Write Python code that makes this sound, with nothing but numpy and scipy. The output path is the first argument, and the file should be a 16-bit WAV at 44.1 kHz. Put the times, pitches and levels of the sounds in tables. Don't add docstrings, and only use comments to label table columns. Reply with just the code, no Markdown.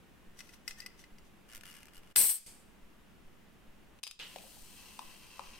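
import sys
import numpy as np
from scipy import signal
from scipy.fft import rfft, irfft, next_fast_len
from scipy.io import wavfile
from scipy.ndimage import uniform_filter1d

SR = 44100
rng = np.random.default_rng(int(sys.argv[2]) if len(sys.argv) > 2 else 0)


def inscribe(sig):
    pcm = np.round(np.clip(np.atleast_2d(sig).T, -1, 1) * 32767)
    wavfile.write(sys.argv[1], SR, pcm.astype(np.int16))


N = 246519
TIME = np.arange(N) / SR


def from_db(db):
    return 10 ** (np.asarray(db) / 20)


def rms_one(x):
    return x / np.sqrt(np.mean(x ** 2) + 1e-20)


def in_time(rows):
    s, *columns = np.transpose(rows)
    return [np.interp(TIME, s, c) for c in columns]


def at_hz(points, hz):
    known, values = np.transpose(points)
    return np.interp(np.log(np.maximum(hz, 1)), np.log(known), values)


def pan(left_db):
    return from_db(np.array([[left_db], [-left_db]]) / 2)


def add(out, s, sound):
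    start = int(round(s * SR))
    out[:, start:start + sound.shape[1]] += sound[:, :N - start]


# [f/Hz, left minus right/dB]
CENTRED = [(100, 0), (10000, 0)]


def coloured(pair, spectrum, likeness, sides=CENTRED):
    length = pair.shape[1]
    size = next_fast_len(length)
    hz = np.fft.rfftfreq(size, 1 / SR)
    left_right = np.array([[1], [-1]])
    mid, side = rfft(pair, size) * from_db(at_hz(spectrum, hz))
    alike = np.clip(at_hz(likeness, hz), -1, 1)
    both = np.sqrt(1 + alike) * mid + np.sqrt(1 - alike) * side * left_right
    balance = from_db(at_hz(sides, hz) * left_right / 2)
    return rms_one(irfft(both * balance, size)[:, :length])


# [f/Hz, likeness 0-1]
CAN_LIKENESS = [(300, .7), (1800, 0.84), (4500, 0.22), (9000, 0.22), (16000, 0.252)]


def noise(spectrum, likeness=CAN_LIKENESS, size=N, sides=CENTRED):
    return coloured(rng.standard_normal((2, size)), spectrum, likeness, sides)


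def flutter(per_s, depth_db):
    knots = rng.standard_normal(N)
    return from_db(depth_db * np.interp(TIME * per_s, np.arange(N), knots))


def grains(per_s, spread_db):
    strength = np.minimum(rng.exponential(1, (2, N)), 4)
    sizes = from_db(spread_db * strength) * rng.choice([-1, 1], (2, N))
    return sizes * (rng.random((2, N)) < per_s / SR)


def swells(rows, attack_s, release_s):
    levels = []
    for s, hold_s, level_db in rows:
        before = np.maximum(s - TIME, 0) / attack_s
        after = np.maximum(TIME - s - hold_s, 0) / release_s
        levels.append(level_db - 60 * (before + after))
    return from_db(np.maximum(np.max(levels, axis=0), -200))


def dying(s, level_db, t60):
    return (TIME > s) * from_db(level_db - 60 * np.maximum(TIME - s, 0) / t60)


def ringing(modes, t, vary_db, port_spread):
    hz, level_db, t60 = np.transpose(modes)[:, :, None]
    strength = from_db(level_db + vary_db * rng.standard_normal((2, len(modes), 1)))
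    shared_phase = rng.uniform(0, 2 * np.pi, (len(modes), 1))
    phase = shared_phase + port_spread * rng.standard_normal((2, len(modes), 1))
    return np.sum(strength * from_db(-60 * t / t60) * np.sin(2 * np.pi * hz * t + phase), axis=1)


def blows(rows, modes, colour, crack_t60, ring_db, tail_db, tail_t60, rise_s):
    out = np.zeros((2, N))
    t = np.arange(SR // 5) / SR
    treble = signal.butter(1, 5000, "high", fs=SR, output="sos")
    for s, onset_db, treble_db in rows:
        decay = from_db(-60 * t / crack_t60) + from_db(tail_db - 60 * t / tail_t60)
        shell = noise(colour, size=len(t)) * decay
        ring = from_db(ring_db) * ringing(modes, t, vary_db=5.5, port_spread=0.452)
        blow = (shell + ring) * (1 - np.exp(-t / rise_s))
        blow = blow + (from_db(treble_db) - 1) * signal.sosfilt(treble, blow)
        onset_rms = np.sqrt(np.mean(blow[:, :SR // 400] ** 2))
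        add(out, s, from_db(onset_db) * blow / onset_rms)
    return out


# [f/Hz, left minus right/dB]
LID_SIDES = [(500, 1.5), (2000, 2), (5000, 4.5), (10000, 3)]


def scraping(colour, modes, per_s, ring_db):
    slips = coloured(grains(per_s, spread_db=3.0), colour, CAN_LIKENESS, LID_SIDES)
    metal = ringing(modes, np.arange(SR // 10) / SR, vary_db=4.0, port_spread=0.47)
    rung = rms_one(signal.fftconvolve(slips, metal, axes=1)[:, :N])
    return rms_one(slips + from_db(ring_db) * rung)


def through_can(x, ring_db, t60):
    t = np.arange(SR // 12) / SR
    bounces = rng.standard_normal((1, len(t))) * from_db(-60 * t / t60)
    bounces = rms_one(bounces) / np.sqrt(len(t))
    return rms_one(x + from_db(ring_db) * signal.fftconvolve(x, bounces, axes=1)[:, :N])


# [f/Hz, level/dB per Hz]
ROOM_TONE_COLOUR = [(12, -34.5), (20, -3.5), (70, -12), (123, -17.5), (216, -9.5), (255, -16.5), (319, -16),
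                    (367, -17.5), (574, -22.5), (1760, -26.5), (2200, -28.5), (2820, -28), (4300, -37),
                    (14300, -43), (16000, -44.5)]
# [f/Hz, likeness 0-1]
TONE_LIKENESS = [(60, 0), (150, 0.7), (380, 0.25), (950, 0.5), (2380, 0.34), (5980, 0.34), (15000, 1)]
# [first t/s, count, height before the low-pass]
THROBS = [(0.267, 10, -0.00327), (4.618, 3, 0.0029)]
ROOM_TONE_DB, THROB_PERIOD_S = -60, .4257


def background(throb_s, sag_s, sag):
    out = from_db(ROOM_TONE_DB) * noise(ROOM_TONE_COLOUR, TONE_LIKENESS)
    t = np.arange(SR // 2) / SR
    shape = np.where(t < throb_s, 1, sag * np.exp(-t / sag_s))
    pulse = signal.sosfilt(signal.butter(2, 45, fs=SR, output="sos"), shape)
    for s, count, height in THROBS:
        for k in range(round(count)):
            add(out, s + k * THROB_PERIOD_S, (-1) ** k * height * pulse[None])
    return out


# [t/s, onset level/dB, treble lift/dB]
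NAIL_TAPS = [(0.39, -48, 10), (0.3978, -67, 23), (0.405, -44.5, -6), (0.4914, -54, -3), (0.5357, -56, -17),
             (0.6779, -33, 5), (0.7087, -43, -8), (0.8024, -41, 6), (0.82, -51, -13), (0.8616, -40, -2),
             (0.9926, -57, -4), (1.0392, -51.5, -15), (1.1837, -57, -4)]
# [f/Hz, level/dB per Hz]
TAP_COLOUR = [(530, -51.5), (900, -15), (1950, -6), (3860, -7.5), (5100, -5), (6800, -9.5), (8050, -7),
              (10200, -14), (12600, -15), (16000, -21)]
# [f/Hz, level/dB, t60/s]
TIGHT_LID = [(1426, -12.5, 0.049), (2026, 3, 0.037), (2560, -1, 0.04), (2872, -12.5, 0.066),
             (3010, -17, .04), (4253, -9.5, .035), (4874, -0.5, 0.025), (5150, -5.5, 0.0252),
             (5755, 1, 0.027), (7500, -16, .04), (7790, -11, .04), (8100, -8.5, 0.031), (8880, -11.5, .045),
             (9730, -11.5, .03), (12600, -10, .03)]
# [t/s, hold/s, level/dB]
NAIL_SLIDES = [(0.389, 0.012, -56), (0.42, 0.091, -65), (0.533, .01, -60), (0.693, 0.016, -52),
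               (0.785, .04, -58.5), (0.993, 0.025, -60.5), (1.25, .025, -70.5)]
# [f/Hz, level/dB per Hz]
SLIDE_COLOUR = [(900, -21), (1450, -8.5), (2050, -7), (2400, -14), (2900, -5), (3900, -7.5), (5000, -8),
                (6000, -3), (7000, -12), (8500, -8), (10500, -11.5), (13000, -12), (16000, -21)]
SLIDE_ATTACK_S, SLIDE_RELEASE_S = 0.089, 0.12


def nails():
    taps = blows(NAIL_TAPS, TIGHT_LID, TAP_COLOUR, crack_t60=0.024, ring_db=-1.0,
                 tail_db=-12.5, tail_t60=0.08, rise_s=0.00032)
    slide_gain = swells(NAIL_SLIDES, SLIDE_ATTACK_S, SLIDE_RELEASE_S)
    scrape = slide_gain * scraping(SLIDE_COLOUR, TIGHT_LID, per_s=2500, ring_db=-14)
    return taps * pan(left_db=4.0) + scrape


# [t/s, f/Hz, level/dB]
HOLLOW_GLIDE = [(0.75, 1836, -88), (0.785, 1820, -69), (0.81, 1850, -69), (0.83, 1907, -55),
                (0.86, 1990, -71), (0.89, 2030, -73), (0.92, 2030, -93)]
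# [multiple of its pitch, level/dB]
HOLLOW_MODES = [(1, 4.5), (1.39, -10)]


def finger_hollow(width_hz):
    hz, level_db = in_time(HOLLOW_GLIDE)
    phase = 2 * np.pi * np.cumsum(hz) / SR
    lowpass = signal.butter(2, width_hz, fs=SR, output="sos")
    out = 0
    for ratio, mode_db in HOLLOW_MODES:
        cos_gain, sin_gain = signal.sosfilt(lowpass, rng.standard_normal((2, N)))
        band = cos_gain * np.cos(ratio * phase) + sin_gain * np.sin(ratio * phase)
        out = out + from_db(mode_db) * rms_one(band)
    return from_db(level_db) * out * pan(left_db=3.0)


# [t/s, slip count, gap/s, first onset level/dB, growth/dB per slip, treble lift/dB, rasp level/dB]
TAB_PULLS = [(1.49, 6, 0.0088, -59, 2, -1, -63), (1.549, 4, 0.0092, -43.5, -2.5, 8, -66),
             (1.6108, 2, 0.024, -49.5, 2, -5, -77), (1.655, 6, 0.011, -48.5, -1.34, 2, -58),
             (1.7141, 5, 0.013, -52.5, 0, 1, -61), (1.7874, 2, 0.018, -55, -3, -5, -64.5),
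             (1.8302, 2, .0255, -50.5, -4, 3, -78), (1.869, 2, .0145, -57, 2, -1, -71),
             (1.935, 5, .0109, -57.5, 1.34, 4, -65), (2.034, 3, 0.039, -60, -0.5, -5, -69.5)]
SLIP_JITTER = .025


def stick_slip():
    slips = []
    for s, count, gap_s, onset_db, growth_db, treble_db, _ in TAB_PULLS:
        for k in range(round(count)):
            slip_s = s + gap_s * (k + SLIP_JITTER * rng.standard_normal())
            slips.append((slip_s, onset_db + growth_db * k, treble_db))
    return slips


# [f/Hz, level/dB, t60/s]
RING_PULL_MODES = [(1430, -5.5, 0.056), (1730, -7.5, .04), (2050, -6, .04), (2860, -1, 0.04),
                   (5100, -9.5, .009), (8400, 1.5, 0.011), (12050, -10, .008)]
# [f/Hz, level/dB per Hz]
CREAK_COLOUR = [(650, -44.5), (1100, -12.5), (2060, -9), (2700, -7), (2920, -6.5), (3860, -16.5),
                (4940, -11), (6980, -15), (11800, -13), (16000, -26)]
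RASP_ATTACK_S, RASP_RELEASE_S = .08, 0.11


def ring_pull():
    creaks = blows(stick_slip(), RING_PULL_MODES, CREAK_COLOUR, crack_t60=0.011, ring_db=-11.5,
                   tail_db=-16.5, tail_t60=0.056, rise_s=.0001)
    pulls = [(s, count * gap_s, rasp_db) for s, count, gap_s, _, _, _, rasp_db in TAB_PULLS]
    rasp_gain = swells(pulls, RASP_ATTACK_S, RASP_RELEASE_S)
    rasp = rasp_gain * scraping(CREAK_COLOUR, RING_PULL_MODES, per_s=500, ring_db=-2)
    return creaks * pan(left_db=3.5) + rasp


# [t/s, onset level/dB, treble lift/dB]
SEAL_CRACKS = [(2.1565, -26.5, 2.5), (2.1602, -8.5, -2)]
# [f/Hz, level/dB per Hz]
SEAL_COLOUR = [(88, -47), (150, -15), (854, -13.5), (2310, -6), (4580, 0.5), (7180, -10.5), (8230, -5),
               (10200, -13), (11700, 0), (16000, -19)]


def seal_crack():
    return blows(SEAL_CRACKS, TIGHT_LID, SEAL_COLOUR, crack_t60=0.014, ring_db=-19,
                 tail_db=-25.5, tail_t60=.05, rise_s=0.00035)


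# [t/s, level/dB, attack/s, hold/s, t60 of sagging pressure/s]
SPURTS = [(2.158, -5.5, .008, 0.1266, 0.82), (2.29, -13.5, 0.0038, 0.079, 0.314)]
SPURT_RELEASE_S = 0.14


def gas_flow():
    flow = 0
    for s, level_db, attack_s, hold_s, sag_t60 in SPURTS:
        t = np.clip(TIME - s, 0, 1)
        fall = t / sag_t60 + np.maximum(t - hold_s, 0) / SPURT_RELEASE_S
        flow = flow + (1 - np.exp(-t / attack_s)) * from_db(level_db - 60 * fall)
    return flow


# [f/Hz, level/dB per Hz]
JET_COLOUR = [(6000, -38.5), (7200, -19), (7800, -3), (8400, 3), (9000, -3.5), (9900, -5.5), (11000, -2.5),
              (11900, -0.5), (12400, -3), (13100, -3.5), (13900, -8.5), (14700, -5.5), (16000, -13.5)]
RUSH_COLOUR = [(300, -22), (900, -12.5), (1400, -10), (1750, -9), (2100, -5.5), (2600, -4.5), (2950, -4),
               (3500, -2.5), (4400, -0.5), (5200, -1), (6300, -3), (6800, -8.5), (7400, -0.5),
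               (9000, -26.5)]
BUFFET_COLOUR = [(20, -6), (45, 1.5), (90, -5), (200, -3.5), (500, -5), (1100, -10), (2000, -14.5),
                 (4000, -41.5)]
# [f/Hz, likeness 0-1]
GAS_LIKENESS = [(300, 0.3), (1800, 0.6), (3000, 0.6), (5000, 0.24), (8500, 0.5), (13000, 0.11)]
# [f/Hz, left minus right/dB]
GAS_SIDES = [(60, 3.75), (110, 4.9), (200, 5.5), (380, 5.3), (700, 6.9), (1290, 5.0), (2380, 1.0),
             (4400, 1.5), (8120, 6.4), (15000, 2.5)]
# [t/s, hold/s, level/dB]
GUST = [(2.161, .097, -37)]
RUSH_DB, RUSH_FOLLOWS = -11, 1.28
BUFFET_DB = -45


def gas():
    flow = gas_flow()
    jet_noise = noise(JET_COLOUR, GAS_LIKENESS, sides=GAS_SIDES)
    jet = flow * through_can(jet_noise, ring_db=-7.0, t60=0.078)
    rush_noise = noise(RUSH_COLOUR, GAS_LIKENESS, sides=GAS_SIDES)
    rush_gain = from_db(RUSH_DB) * flow ** RUSH_FOLLOWS
    rush = rush_gain * through_can(rush_noise, ring_db=-2.5, t60=0.073)
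    buffet_gain = from_db(BUFFET_DB) * flow + swells(GUST, attack_s=0.0066, release_s=0.033)
    buffet = buffet_gain * noise(BUFFET_COLOUR, GAS_LIKENESS, sides=GAS_SIDES)
    return flutter(per_s=330, depth_db=0.8) * (jet + rush + buffet)


# [f/Hz, likeness 0-1]
FIZZ_LIKENESS = [(60, 0.23), (150, 0.6), (380, 0.4), (950, 0.6), (2380, 0.7), (5980, 0.24), (15000, 0.73)]
# [t/s, level/dB, t60/s]
HISS_TAIL = (2.34, -36.5, 0.5)
# [t/s, level/dB, t60/s]
TEAR_TAIL = (4.198, -43.5, 0.46)
# [f/Hz, level/dB per Hz]
HISS_TAIL_COLOUR = [(1470, -15.5), (2500, -7.5), (4110, -11), (4480, -3.5), (6110, -9), (8400, -1),
                    (13200, -12), (16000, -23)]
TEAR_TAIL_COLOUR = [(180, -50), (300, -26), (515, -9.5), (746, -20), (937, -7), (1010, -24), (1100, -11.5),
                    (2360, -5.5), (2920, 1), (9000, -27.5), (11700, -52), (19800, -120)]


def soft_tails():
    hiss_tail = dying(*HISS_TAIL) * noise(HISS_TAIL_COLOUR, FIZZ_LIKENESS)
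    tear_tail = dying(*TEAR_TAIL) * noise(TEAR_TAIL_COLOUR, FIZZ_LIKENESS) * pan(left_db=-0.5)
    return (hiss_tail + tear_tail) * flutter(per_s=250, depth_db=-0.8)


# [t/s, onset level/dB, treble lift/dB]
TEARS = [(3.988, -61, -11.5), (4.0313, -26.5, 8), (4.0347, -25, 18), (4.0360, -24, 9.5),
         (4.0675, -27.5, -2), (4.0750, -27, 15), (4.1110, -29, 13), (4.1915, -50.5, -13)]
# [f/Hz, level/dB, t60/s]
SLACK_LID = [(2530, 7, 0.018), (2810, -3, 0.017), (3240, -2.5, .018), (3720, 0, 0.024), (3850, -13, 0.083),
             (4570, -9, 0.028), (4945, -14, 0.23), (5130, -23, 0.2), (5350, -6, 0.057), (7160, -11, .03),
             (9030, -1, 0.011)]
# [f/Hz, level/dB per Hz]
TEAR_COLOUR = [(180, -55), (300, -21), (713, -9.5), (1870, -11.5), (2480, -1), (3640, 1), (4300, -7),
               (5250, -5.5), (7820, -12), (9240, -6), (12100, -22), (14000, -15), (16000, -34)]


def score_tear():
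    tears = blows(TEARS, SLACK_LID, TEAR_COLOUR, crack_t60=0.0073, ring_db=-21.5,
                  tail_db=-27, tail_t60=0.14, rise_s=0.00087)
    return tears * pan(left_db=4.0)


# [f/Hz, level/dB per Hz]
SPRAY_COLOUR = [(1500, -29.5), (2500, -9), (3200, -0.5), (3600, -7), (4100, -1), (5600, -4.5), (7000, -5),
                (8600, 0.5), (10300, -6), (13200, -6.5), (14900, -6.5), (16000, -17.5)]
BUBBLE_COLOUR = [(350, -27), (500, -4.5), (700, -15), (950, 2.5), (1400, -10), (1900, -6), (2550, 2.5),
                 (3200, 0.5), (3600, -7), (4100, -1), (6200, -7), (7300, -16), (8650, -9), (16000, -32)]
# [f/Hz, left minus right/dB]
FIZZ_SIDES = [(60, -0.5), (130, 1), (290, 9), (640, 8), (1410, 1), (3100, 1), (6820, 5.5), (15000, 5)]
# [t/s, hold/s, level/dB]
SPRAY_SWELL = [(4.52, 0.085, -57)]
# [t/s, hold/s, level/dB before its flutter]
FOAM_SWELLS = [(4.33, .03, -61.5), (4.8, 0.099, -59), (5.02, 0.12, -59.5), (5.3, .28, -57.5)]
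FIZZ_START_S = 4.195
SPRAY_ATTACK_S, SPRAY_RELEASE_S = 5.5, 7.1
FOAM_ATTACK_S, FOAM_RELEASE_S = 1, 0.96


def fizz():
    spray = coloured(grains(per_s=4500, spread_db=2.5), SPRAY_COLOUR, FIZZ_LIKENESS, FIZZ_SIDES)
    inside = coloured(grains(per_s=1800, spread_db=3.0), BUBBLE_COLOUR, FIZZ_LIKENESS, FIZZ_SIDES)
    inside = through_can(inside, ring_db=-4, t60=0.039) * flutter(per_s=20, depth_db=1.4)
    spray = swells(SPRAY_SWELL, SPRAY_ATTACK_S, SPRAY_RELEASE_S) * spray
    foam = swells(FOAM_SWELLS, FOAM_ATTACK_S, FOAM_RELEASE_S) * inside
    return (TIME > FIZZ_START_S) * (spray + foam)


# [t/s, level/dB, f/Hz, t60/s, metallic tick level/dB]
WALL_POPS = [(4.3602, -36, 715, 0.0088, -45.5), (4.3628, -48, 512, 0.033, -72),
             (4.385, -51, 2510, .015, -51), (4.439, -49.5, 710, 0.017, -74),
             (4.450, -56.5, 538, 0.061, -72), (4.568, -56, 824, 0.026, -66),
             (4.9917, -34, 960, 0.013, -42.5), (5.018, -47.5, 1000, 0.024, -74),
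             (5.394, -30.5, 986, 0.0071, -47), (5.3953, -51, 553, 0.051, -66)]
GRIP_T60_S = .025


def wall_pops(rise_s):
    ticks = [(s, tick_db, 0) for s, _, _, _, tick_db in WALL_POPS]
    gripped = [(hz, level_db, min(t60, GRIP_T60_S)) for hz, level_db, t60 in SLACK_LID]
    out = blows(ticks, gripped, TEAR_COLOUR, crack_t60=0.0039, ring_db=-22,
                tail_db=-25, tail_t60=.05, rise_s=0.00036)
    t = np.arange(SR // 5) / SR
    for s, level_db, hz, t60, _ in WALL_POPS:
        swing = (1 - np.exp(-t / rise_s)) ** 2 * from_db(-60 * t / t60)
        cycles = swing / swing.max() * np.sin(2 * np.pi * hz * t)
        add(out, s, from_db(level_db) * cycles[None])
    return out * pan(left_db=7.5)


# [f/Hz, phase lag of the right/rad]
PORT_PHASE = [(300, .05), (2000, 0.21), (4500, 0.68), (7000, 0.493), (9500, .15)]


def ports(x):
    size = next_fast_len(N)
    lag = at_hz(PORT_PHASE, np.fft.rfftfreq(size, 1 / SR))
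    turn = np.exp(-1j * lag * [[0], [1]])
    return irfft(rfft(x, size) * turn, size)[:, :N]


# [f/Hz, t60/s]
ROOM_T60 = [(200, 0.585), (1000, 0.39), (3000, .45), (6000, 0.48), (11000, 0.27)]


def room(x, first_echo_s):
    t = np.arange(SR * 3 // 4) / SR
    edges = np.geomspace(125, 16000, 8)
    echoes = 0
    for low, high in zip(edges, edges[1:]):
        octave = signal.butter(2, [low, high], "band", fs=SR, output="sos")
        band = signal.sosfilt(octave, rng.standard_normal((2, len(t))))
        decay = from_db(-60 * t / at_hz(ROOM_T60, np.sqrt(low * high)))
        echoes = echoes + band * decay * (t > first_echo_s)
    echoes = rms_one(echoes) / np.sqrt(len(t))
    mono = x.sum(axis=0, keepdims=True) / np.sqrt(2)
    return signal.fftconvolve(mono, echoes, axes=1)[:, :N]


def scene():
    handling = ports(nails() + finger_hollow(width_hz=17) + ring_pull() + score_tear() + fizz())
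    venting = ports(seal_crack() + gas())
    pops = wall_pops(rise_s=0.0008)
    to_room = from_db(-16.0) * handling + from_db(-22) * venting + from_db(-11.0) * pops
    reflected = room(to_room, first_echo_s=0.0032)
    quiet = background(throb_s=0.0316, sag_s=0.22, sag=.4)
    return handling + venting + soft_tails() + pops + reflected + quiet


# [from t/s, to t/s, level/dB]
LEVEL_DIPS = [(2.127, 2.462, -13), (3.999, 4.191, -14)]
CUTOFF_HZ = 15800


def record(dry):
    gain_db = sum(depth_db * ((TIME > start) & (TIME < end)) for start, end, depth_db in LEVEL_DIPS)
    dipped = dry * from_db(uniform_filter1d(gain_db * 1.0, size=128))
    ceiling = 0.47
    rounded = ceiling * np.tanh(dipped / ceiling)
    return signal.sosfilt(signal.ellip(12, .1, 80, CUTOFF_HZ, fs=SR, output="sos"), rounded)


dry = scene()
out = record(dry)
inscribe(out)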